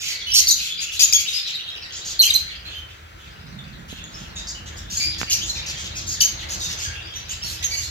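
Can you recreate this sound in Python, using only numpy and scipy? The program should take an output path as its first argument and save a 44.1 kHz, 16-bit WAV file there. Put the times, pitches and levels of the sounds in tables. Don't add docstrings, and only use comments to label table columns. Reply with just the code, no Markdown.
import sys
import numpy as np
from scipy import signal
from scipy.fft import rfft, irfft
from scipy.io import wavfile

SR = 44100
rng = np.random.default_rng(int(sys.argv[2]) if len(sys.argv) > 2 else 0)


def convert_level_to_amplitude(level_db):
    exponent = np.asarray(level_db, float) / 20
    return 10 ** exponent


def output_pcm(signal):
    pcm = np.clip(np.atleast_2d(signal).T, -1, 1) * 32767
    wavfile.write(sys.argv[1], SR, np.round(pcm).astype(np.int16))


N = 348390

PORT_GAP = 22

# hz, gain_db
CALL_COLOUR = [(1500, -28.5), (2400, -12), (4200, -1.5), (5600, -4), (6800, 2.5), (7300, -4), (8000, -9.5),
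               (9500, -9.5), (11000, -11), (12400, 1), (13600, -12), (14600, -12), (16000, -42)]


def read(points, hz):
    f, value = np.transpose(points)
    return np.interp(np.log(hz + 1), np.log(f + 1), value)


def evened(x):
    return x / np.sqrt(np.mean(x ** 2) + 1e-20)


def wobble(size, hz):
    noise = rng.standard_normal(size + 500)
    smooth = signal.lfilter(*signal.butter(2, hz, fs=SR), noise)
    return evened(smooth[500:])


def band(x, lo_hz, hi_hz):
    return evened(signal.sosfilt(signal.butter(2, [lo_hz, hi_hz], "band", fs=SR, output="sos"), x))


def resonate(x, hz, width_hz):
    return signal.lfilter(*signal.iirpeak(hz, hz / width_hz, SR), x)


def add(mix, s, sound, side, pan_db):
    for ear, sign in enumerate((1, -1)):
        delay = PORT_GAP * (1 + sign * side) / 2
        part = mix[ear, round(s * SR + delay):][:len(sound)]
        part += convert_level_to_amplitude(sign * pan_db / 2) * sound[:len(part)]


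def air():
    # hz, relative_db
    hiss_colour = [(120, -17.5), (200, -23), (430, -6.5), (842, -30), (1330, -1.5), (3120, -10.5),
                   (6710, -19.5), (9310, -29), (12500, -26), (15500, -24)]
    level_db = -48
    hz = np.fft.rfftfreq(N, 1 / SR)
    left, own = rfft(rng.standard_normal((2, N)))
    late = left * np.exp(-2j * np.pi * hz * PORT_GAP / SR)
    right = .5 * late + 0.72 * own
    hiss = irfft(np.array([left, right]) * convert_level_to_amplitude(read(hiss_colour, hz)), N)
    return convert_level_to_amplitude(level_db) * evened(hiss)


def engine(t):
    # start_s, firings_per_s, share of the deep rumble's power (0-1)
    running = [(0, 8, 0.07), (3.501, 8.3, 0.53), (4.3, 7.3, 0), (5, 7.95, 0.66), (6.5, 8, 0.26),
               (6.901, 11, 1), (7.9, 11.05, 0.8)]
    # pitch_hz, width_hz, gain_db
    exhaust = [(57.5, 22, 0), (76.7, 22, 2.5), (111.8, 8.3, 1)]
    firing_s = 7.6
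    s, per_s, share = np.transpose(running)
    turns = np.cumsum(np.interp(t, s, per_s)) / SR
    turns -= turns[round(firing_s * SR)]
    fired = np.diff(np.floor(turns), prepend=np.floor(turns[0])) == 1
    pulses = fired * convert_level_to_amplitude(1.7 * rng.standard_normal(N))
    thumps = sum(convert_level_to_amplitude(db) * resonate(resonate(pulses, hz, width), hz, width) for hz, width, db in exhaust)
    return evened(thumps), np.clip(np.interp(t, s, share), 0, 1), turns


def hums(noise, turns):
    # pitch_hz, width_hz, level_db
    drone = [(324.9, 15.7, -57.5), (565, 20, -74.5), (200.6, 20, -58)]
    steady = sum(convert_level_to_amplitude(db) * evened(resonate(noise, hz, width)) for hz, width, db in drone)
    throb = 1 + 0.26 * np.cos(2 * np.pi * (turns - .2))
    return steady * throb


def street():
    # start_s, deep_rumble_db, upper_rumble_db, street_wash_db
    loudness = [(0.0, -49, -54.5, -56), (0.45, -45.5, -52, -51), (0.7, -51.5, -56.5, -65),
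                (1.1, -46.5, -54.5, -50.5), (1.45, -55.5, -57.5, -55.5), (2.1, -45.5, -53, -46),
                (2.6, -43, -55, -51), (3.08, -46, -62, -54), (3.5, -44.5, -40, -50),
                (3.95, -43, -42, -50.5), (4.44, -40, -46.5, -46.5), (5.0, -37, -46.5, -48),
                (5.6, -37.5, -45, -45.5), (6.25, -37, -47, -46.5), (6.7, -37.5, -45.5, -42.5),
                (7.05, -41, -49.5, -46), (7.45, -41, -47, -48.5), (7.9, -40.5, -56, -49)]
    drift_db, drift_hz = 1.55, 5.3
    t = np.arange(N) / SR
    s, *columns = np.transpose(loudness)
    deep, upper, wash = (convert_level_to_amplitude(np.interp(t, s, db) + drift_db * wobble(N, drift_hz)) for db in columns)
    thumps, share, turns = engine(t)
    both, left, right = rng.standard_normal((3, N))
    apart = np.array([left, right])
    rumble = band(both + 0.072 * apart, 44.7, 100)
    low = np.sqrt(share) * thumps + np.sqrt(1 - share) * rumble
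    mid = band(both + 0.35 * apart, 87, 189.3) * convert_level_to_amplitude([[-2], [2.2]])
    across = np.array([both, np.roll(both, PORT_GAP)])
    high = band(0.95 * apart + across, 180, 1560)
    return deep * low + upper * mid + wash * high + hums(apart, turns) * deep / deep.mean()


def taps():
    # start_s, peak_db, contact_ms, left_right_db
    blows = [(3.927, -27, 1.7, -13), (5.2148, -8.5, 0.064, -13.5), (5.2312, -12.5, 0.2, -18)]
    # pitch_hz, relative_db, t60_s
    modes = [(275, -13, 0.05), (480, -14, 0.021), (1540, 3.5, 0.0061), (2500, 15.5, 0.0017),
             (4200, -16, .002)]
    mix, t = np.zeros((2, N)), np.arange(4000) / SR
    ring = sum(convert_level_to_amplitude(db - 60 * t / t60) * np.sin(2 * np.pi * hz * t) for hz, db, t60 in modes)
    for s, db, contact_ms, pan_db in blows:
        push = np.hanning(3 + round(contact_ms * SR / 1000))
        sound = np.convolve(ring, push)
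        add(mix, s, convert_level_to_amplitude(db) * sound / abs(sound).max(), -.1, pan_db)
    return mix


def aviary(x):
    # hz, t60_s
    decay = [(500, 1), (3000, 0.43), (6500, 0.35), (12000, 0.26)]
    echoes = np.zeros((2, SR))
    slots = np.arange(160, SR - 20, 20)
    at = slots + rng.integers(0, 20, (2, len(slots)))
    np.put_along_axis(echoes, at, rng.choice([-1., 1.], at.shape), 1)
    hz, t, z = signal.stft(echoes, SR, nperseg=256)
    fading = z * convert_level_to_amplitude(-60 * t / read(decay, hz)[:, None])
    tail = signal.istft(fading, SR, nperseg=256)[1]
    return signal.fftconvolve(x[None], tail / np.linalg.norm(tail[0]), axes=1)[:, :N]


def partials(hz, levels_db):
    turns = 2 * np.pi * np.cumsum(hz) / SR
    return sum(convert_level_to_amplitude(db + read(CALL_COLOUR, k * hz)) * np.sin(k * turns)
               for k, db in enumerate(levels_db, 1))


def whistle(length, start_hz, end_hz, db, hoarse):
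    # pitch_hz, level_db
    octave = [(1700, -26.5), (2400, 1), (2800, -8), (3200, -11.5), (4200, -16), (6200, -8)]
    size = round(length * SR)
    shake = 1 + 0.048 * (0.067 + hoarse) * wobble(size, 227)
    hz = np.linspace(start_hz, end_hz, size) * shake
    flutter = convert_level_to_amplitude(8.3 * (0.38 + hoarse) * np.tanh(wobble(size, 225)))
    faint_db = 0.55 * np.clip(db + 15.0, -30, 0)
    second_db = read(octave, start_hz) + faint_db * (start_hz > 2600)
    upper_db = faint_db + np.array([-15.5, -16.5, -20])
    note = evened(partials(hz, [0, second_db, *upper_db]) * flutter)
    return convert_level_to_amplitude(db) * note * signal.windows.tukey(size, .3)


def screech(s, length, db, low_db):
    # start_s, level_db
    sheen = [(0, -22), (0.35, -9.5), (0.5, -16), (0.6, -22), (1.0, -17.5), (1.12, -10), (1.25, -20),
             (2.0, -35.5), (2.25, -2.5), (2.6, -23.5), (3.9, -17), (4.4, -37), (5.0, -23), (5.9, -33.5),
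             (6.2, -24), (6.6, -27.5), (7.15, -25.5), (7.4, -16.5), (7.9, -26)]
    middle_hz, warble = 2900, .16
    rasp = 0.42
    size = round(length * SR)
    high_db = np.interp(s, *np.transpose(sheen))
    hz = middle_hz * np.exp(warble * wobble(size, 89.4))
    voiced = partials(hz, [low_db, 0, high_db + 13.0, high_db + 11, high_db + 9.5])
    f = np.fft.rfftfreq(size, 1 / SR)
    balance_db = read([(3600, low_db), (4400, 0), (7600, 0.004), (9000, high_db + 14.5)], f)
    breath = irfft(rfft(rng.standard_normal(size)) * convert_level_to_amplitude(read(CALL_COLOUR, f) + balance_db), size)
    slaps = convert_level_to_amplitude(3.0 * np.tanh(wobble(size, 420)))
    shape = np.interp(np.arange(size) / size, [0, .1, .7, 1], [0.29, 0.69, 0.96, 0.097])
    voice = (1 - rasp) * evened(voiced) + rasp * evened(breath)
    return convert_level_to_amplitude(db) * shape * evened(slaps * voice)


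def flock():
    # start_s, level_db
    chatter = [(0.0, -36.5), (0.53, -26), (0.77, -30.5), (1.06, -28), (1.559, -32), (2.02, -39),
               (2.33, -32.5), (3.14, -57.5), (3.4, -49), (3.87, -50.5), (4.53, -43.5), (4.77, -46),
               (5.1, -33.5), (5.46, -39), (6.952, -37.5), (7.26, -42), (7.9, -34.5)]
    notes_per_s, middle_hz, spread = 90, 2747, .24
    mix, count = np.zeros((2, N)), round(notes_per_s * N / SR)
    when, level_db = np.transpose(chatter)
    for s, pitch, glide, db, length, side in rng.random((count, 6)):
        hz = middle_hz * np.exp(spread * (4 * pitch - 2))
        hz *= convert_level_to_amplitude(.15 * (np.interp(s * N / SR, when, level_db) + 40))
        note = whistle(.006 + .025 * length, hz, hz * (.75 + .5 * glide), -39.5, 0.68)
        add(mix, s * (N - 99) / SR, convert_level_to_amplitude(11.4 * db) * note, 2 * side - 1, 0)
    level = convert_level_to_amplitude(np.interp(np.arange(N) / SR, when, level_db))
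    return level * evened(0.81 * mix + aviary(mix[0]))


def parrots():
    # start_s, length_s, start_hz, end_hz, level_db
    whistles = [(0.257, 0.12, 2920, 3175, -30), (0.315, 0.034, 5290, 5860, -20),
                (0.347, 0.01, 5630, 6220, -13), (0.35, 0.0493, 5480, 5400, -17.5),
                (0.355, 0.046, 4510, 4380, -15.5), (0.354, 0.027, 6360, 6320, -18),
                (0.385, 0.029, 6480, 6290, -13), (0.47, 0.013, 4460, 4600, -15.5),
                (0.484, 0.0084, 6090, 5600, -11), (0.49, 0.013, 5310, 4200, -12.5),
                (0.505, 0.024, 4200, 3876, -17.5), (0.507, 0.0068, 5710, 6260, -9),
                (0.514, 0.017, 6630, 6720, -14), (0.702, 0.033, 3415, 3426, -27),
                (0.814, 0.039, 6640, 6760, -30.5), (0.994, 0.011, 2470, 2560, -20),
                (1.003, 0.0092, 4850, 7740, -16), (1.007, 0.0085, 4650, 4780, -11.5),
                (1.017, 0.015, 5400, 6390, -14.5), (1.031, 0.021, 6740, 6870, -9),
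                (1.125, 0.0074, 2460, 2470, -15.5), (1.133, 0.004, 5060, 6850, -5.5),
                (1.134, 0.034, 3285, 3390, -20), (1.139, 0.038, 6680, 6630, -14),
                (1.273, 0.03, 3690, 3775, -24.5), (1.327, 0.065, 5060, 5040, -25.5),
                (1.381, 0.021, 3600, 3680, -30), (1.457, 0.037, 3995, 3874, -30.5),
                (1.546, 0.027, 3746, 3810, -26.5), (1.676, 0.025, 3740, 3790, -30.5),
                (2.191, 0.029, 4445, 4024, -7.5), (2.217, 0.011, 6300, 6090, -13.5),
                (2.227, 0.01, 3080, 2410, -15.5), (2.235, 0.0139, 3184, 2625, -15),
                (2.252, 0.024, 3195, 3140, -20), (2.25, 0.024, 6400, 6410, -24),
                (2.272, 0.026, 2420, 2394, -25), (2.301, 0.011, 3730, 3930, -13),
                (2.338, 0.0089, 6760, 5680, -17), (2.347, 0.025, 4050, 4156, -13),
                (2.65, 0.038, 4120, 4200, -37.5), (2.742, 0.069, 3150, 3067, -38.5),
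                (3.588, 0.0095, 3570, 3650, -37), (4.039, 0.0056, 6800, 7020, -34),
                (3.99, 0.07, 3490, 3450, -50), (4.138, 0.028, 5290, 5320, -42),
                (4.36, 0.034, 3640, 3840, -34.6), (4.544, 0.053, 2890, 2900, -41),
                (4.969, 0.017, 6800, 6580, -20.5), (4.996, 0.065, 2338, 2424, -24),
                (5.049, 0.067, 4850, 4835, -26.5), (5.308, 0.0074, 2900, 2900, -19.5),
                (5.32, 0.0053, 6260, 6400, -18), (5.328, 0.0077, 3860, 5940, -16.5),
                (5.334, 0.023, 6560, 5490, -20), (5.381, 0.028, 2400, 2450, -37),
                (5.405, 0.036, 2680, 3830, -30), (5.42, 0.038, 6700, 6680, -34),
                (5.494, 0.016, 4220, 4090, -23.5), (5.548, 0.044, 5330, 5560, -40.5),
                (5.56, 0.05, 3960, 3620, -35), (6.07, 0.058, 6310, 6860, -31.5),
                (6.204, 0.0043, 5600, 5470, -13), (6.207, 0.0062, 4460, 4940, -14),
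                (6.211, 0.0054, 2900, 3110, -12.5), (6.219, 0.0087, 6240, 6110, -10.5),
                (6.228, 0.0052, 3040, 2900, -20.5), (6.229, 0.022, 5430, 6610, -20),
                (6.247, 0.016, 6490, 6570, -16.5), (6.599, 0.082, 3816, 3554, -35.5),
                (6.771, 0.02, 6050, 6080, -37), (6.84, 0.054, 1617, 1616, -34.5),
                (6.929, 0.07, 2750, 2720, -43), (7.016, 0.042, 2340, 2390, -50),
                (7.057, 0.07, 3310, 3250, -43.5), (7.154, 0.027, 5850, 6110, -33),
                (7.285, 0.0335, 5980, 6740, -34), (7.297, 0.038, 7330, 7420, -35),
                (7.3, 0.047, 2950, 2900, -38.5), (7.419, 0.032, 5380, 5450, -31.5),
                (7.441, 0.052, 4350, 4190, -35.5), (7.641, 0.026, 6500, 6540, -21),
                (7.66, 0.014, 5970, 5900, -28), (7.706, 0.06, 2290, 2265, -28),
                (7.766, 0.036, 6540, 6570, -27.5), (7.828, 0.04, 4160, 4280, -37)]
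    # start_s, length_s, level_db, first_over_second_partial_db
    screeches = [(0, 0.16, -27.5, 3.5), (0.336, 0.075, -17, 2), (0.476, 0.055, -20, -18),
                 (0.557, 0.16, -31, 5.5), (0.801, 0.057, -28.5, 9), (0.918, 0.064, -33, 0.5),
                 (0.992, 0.058, -14.5, 0.5), (1.121, 0.028, -22.5, -3), (1.191, 0.038, -27.5, -0.5),
                 (1.271, 0.14, -30, 8), (1.469, 0.058, -30, 15.5), (1.92, 0.091, -34, -2.5),
                 (2.045, 0.1, -29.5, -5), (2.213, 0.068, -24, -8), (2.329, 0.042, -37, 1),
                 (2.646, 0.13, -39.5, 21), (2.884, 0.04, -46, 17), (3.175, 0.13, -51, 16),
                 (3.881, 0.054, -40, 12), (3.95, 0.06, -43, 19), (4.11, 0.15, -45, 6),
                 (4.355, 0.061, -35.5, -3), (4.469, 0.056, -30, -35), (4.658, 0.0403, -39, 3.5),
                 (4.766, 0.034, -38.5, -26), (4.9, 0.17, -28, -6), (5.182, 0.046, -30, -6),
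                 (5.297, 0.055, -18.5, -7.5), (5.455, 0.072, -30, -21), (5.542, 0.056, -35, 3),
                 (5.66, 0.064, -28, -0.5), (5.766, 0.075, -33, 0), (5.84, 0.043, -31.5, 6.5),
                 (5.954, 0.048, -29.5, -30), (6.004, 0.022, -36, 1), (6.065, 0.1, -28, -12),
                 (6.205, 0.036, -15, -6), (6.389, 0.061, -35.5, 11.5), (6.487, 0.072, -28, -4.5),
                 (6.594, 0.092, -28, -13), (6.683, 0.066, -30, -7), (6.785, 0.087, -28.5, -0.5),
                 (7.134, 0.076, -37.5, 14), (7.284, 0.064, -34, 8), (7.431, 0.14, -33, 0),
                 (7.625, 0.03, -26.5, 7), (7.689, 0.21, -34, -20)]
    # start_s, hoarseness (0-1)
    hoarseness = [(0, 0.3), (0.4, 0.6), (0.55, 0.27), (1.0, 0.13), (1.4, 0.34), (2.2, 0.15), (2.9, 0.1),
                  (4.2, .25), (5.0, 0.48), (5.5, .3), (6.15, 0), (6.7, .35), (7.3, 0.5), (7.65, 0.18),
                  (7.9, .15)]
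    # start_s,
    # side (negative: left port first, positive: right port first, about -1 to 1.2), left_right_db
    bearing = [(0.35, 0.24, -4), (.5, 0.92, 2), (1, -0.24, 6.5), (1.128, -0.88, 6.5), (2.193, 0.13, -2),
               (2.239, 0.59, -3), (2.3, 1.21, 5), (2.35, .95, -9), (2.74, 0, -2.5), (3.5, -.9, -3.5),
               (5.03, 1.085, 1), (5.31, -0.2, -0.5), (6.21, -0.55, 2), (7.65, -1.01, -5.5)]
    near, send = np.zeros((2, N)), np.zeros((2, N))
    calls = []
    for s, *row in whistles:
        hoarse = max(np.interp(s, *np.transpose(hoarseness)), 0)
        calls.append((s, whistle(*row, hoarse), row[3]))
    for s, *row in screeches:
        calls.append((s, screech(s, *row), row[1]))
    when, side, pan_db = np.transpose(bearing)
    for s, sound, db in calls:
        add(near, s, sound, np.interp(s, when, side), np.interp(s, when, pan_db))
        add(send, s, sound * convert_level_to_amplitude(-7.5 - 0.22 * db), 0, 0)
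    return near + aviary(send[0])


def scene():
    return air() + street() + taps() + flock() + parrots()


def top_cut(x):
    return signal.sosfilt(signal.butter(12, 15760, fs=SR, output="sos"), x)


def record(dry):
    heard = signal.sosfilt(signal.butter(2, 38, "high", fs=SR, output="sos"), dry)
    return top_cut(np.tanh(heard))


dry = scene()
out = record(dry)
output_pcm(out)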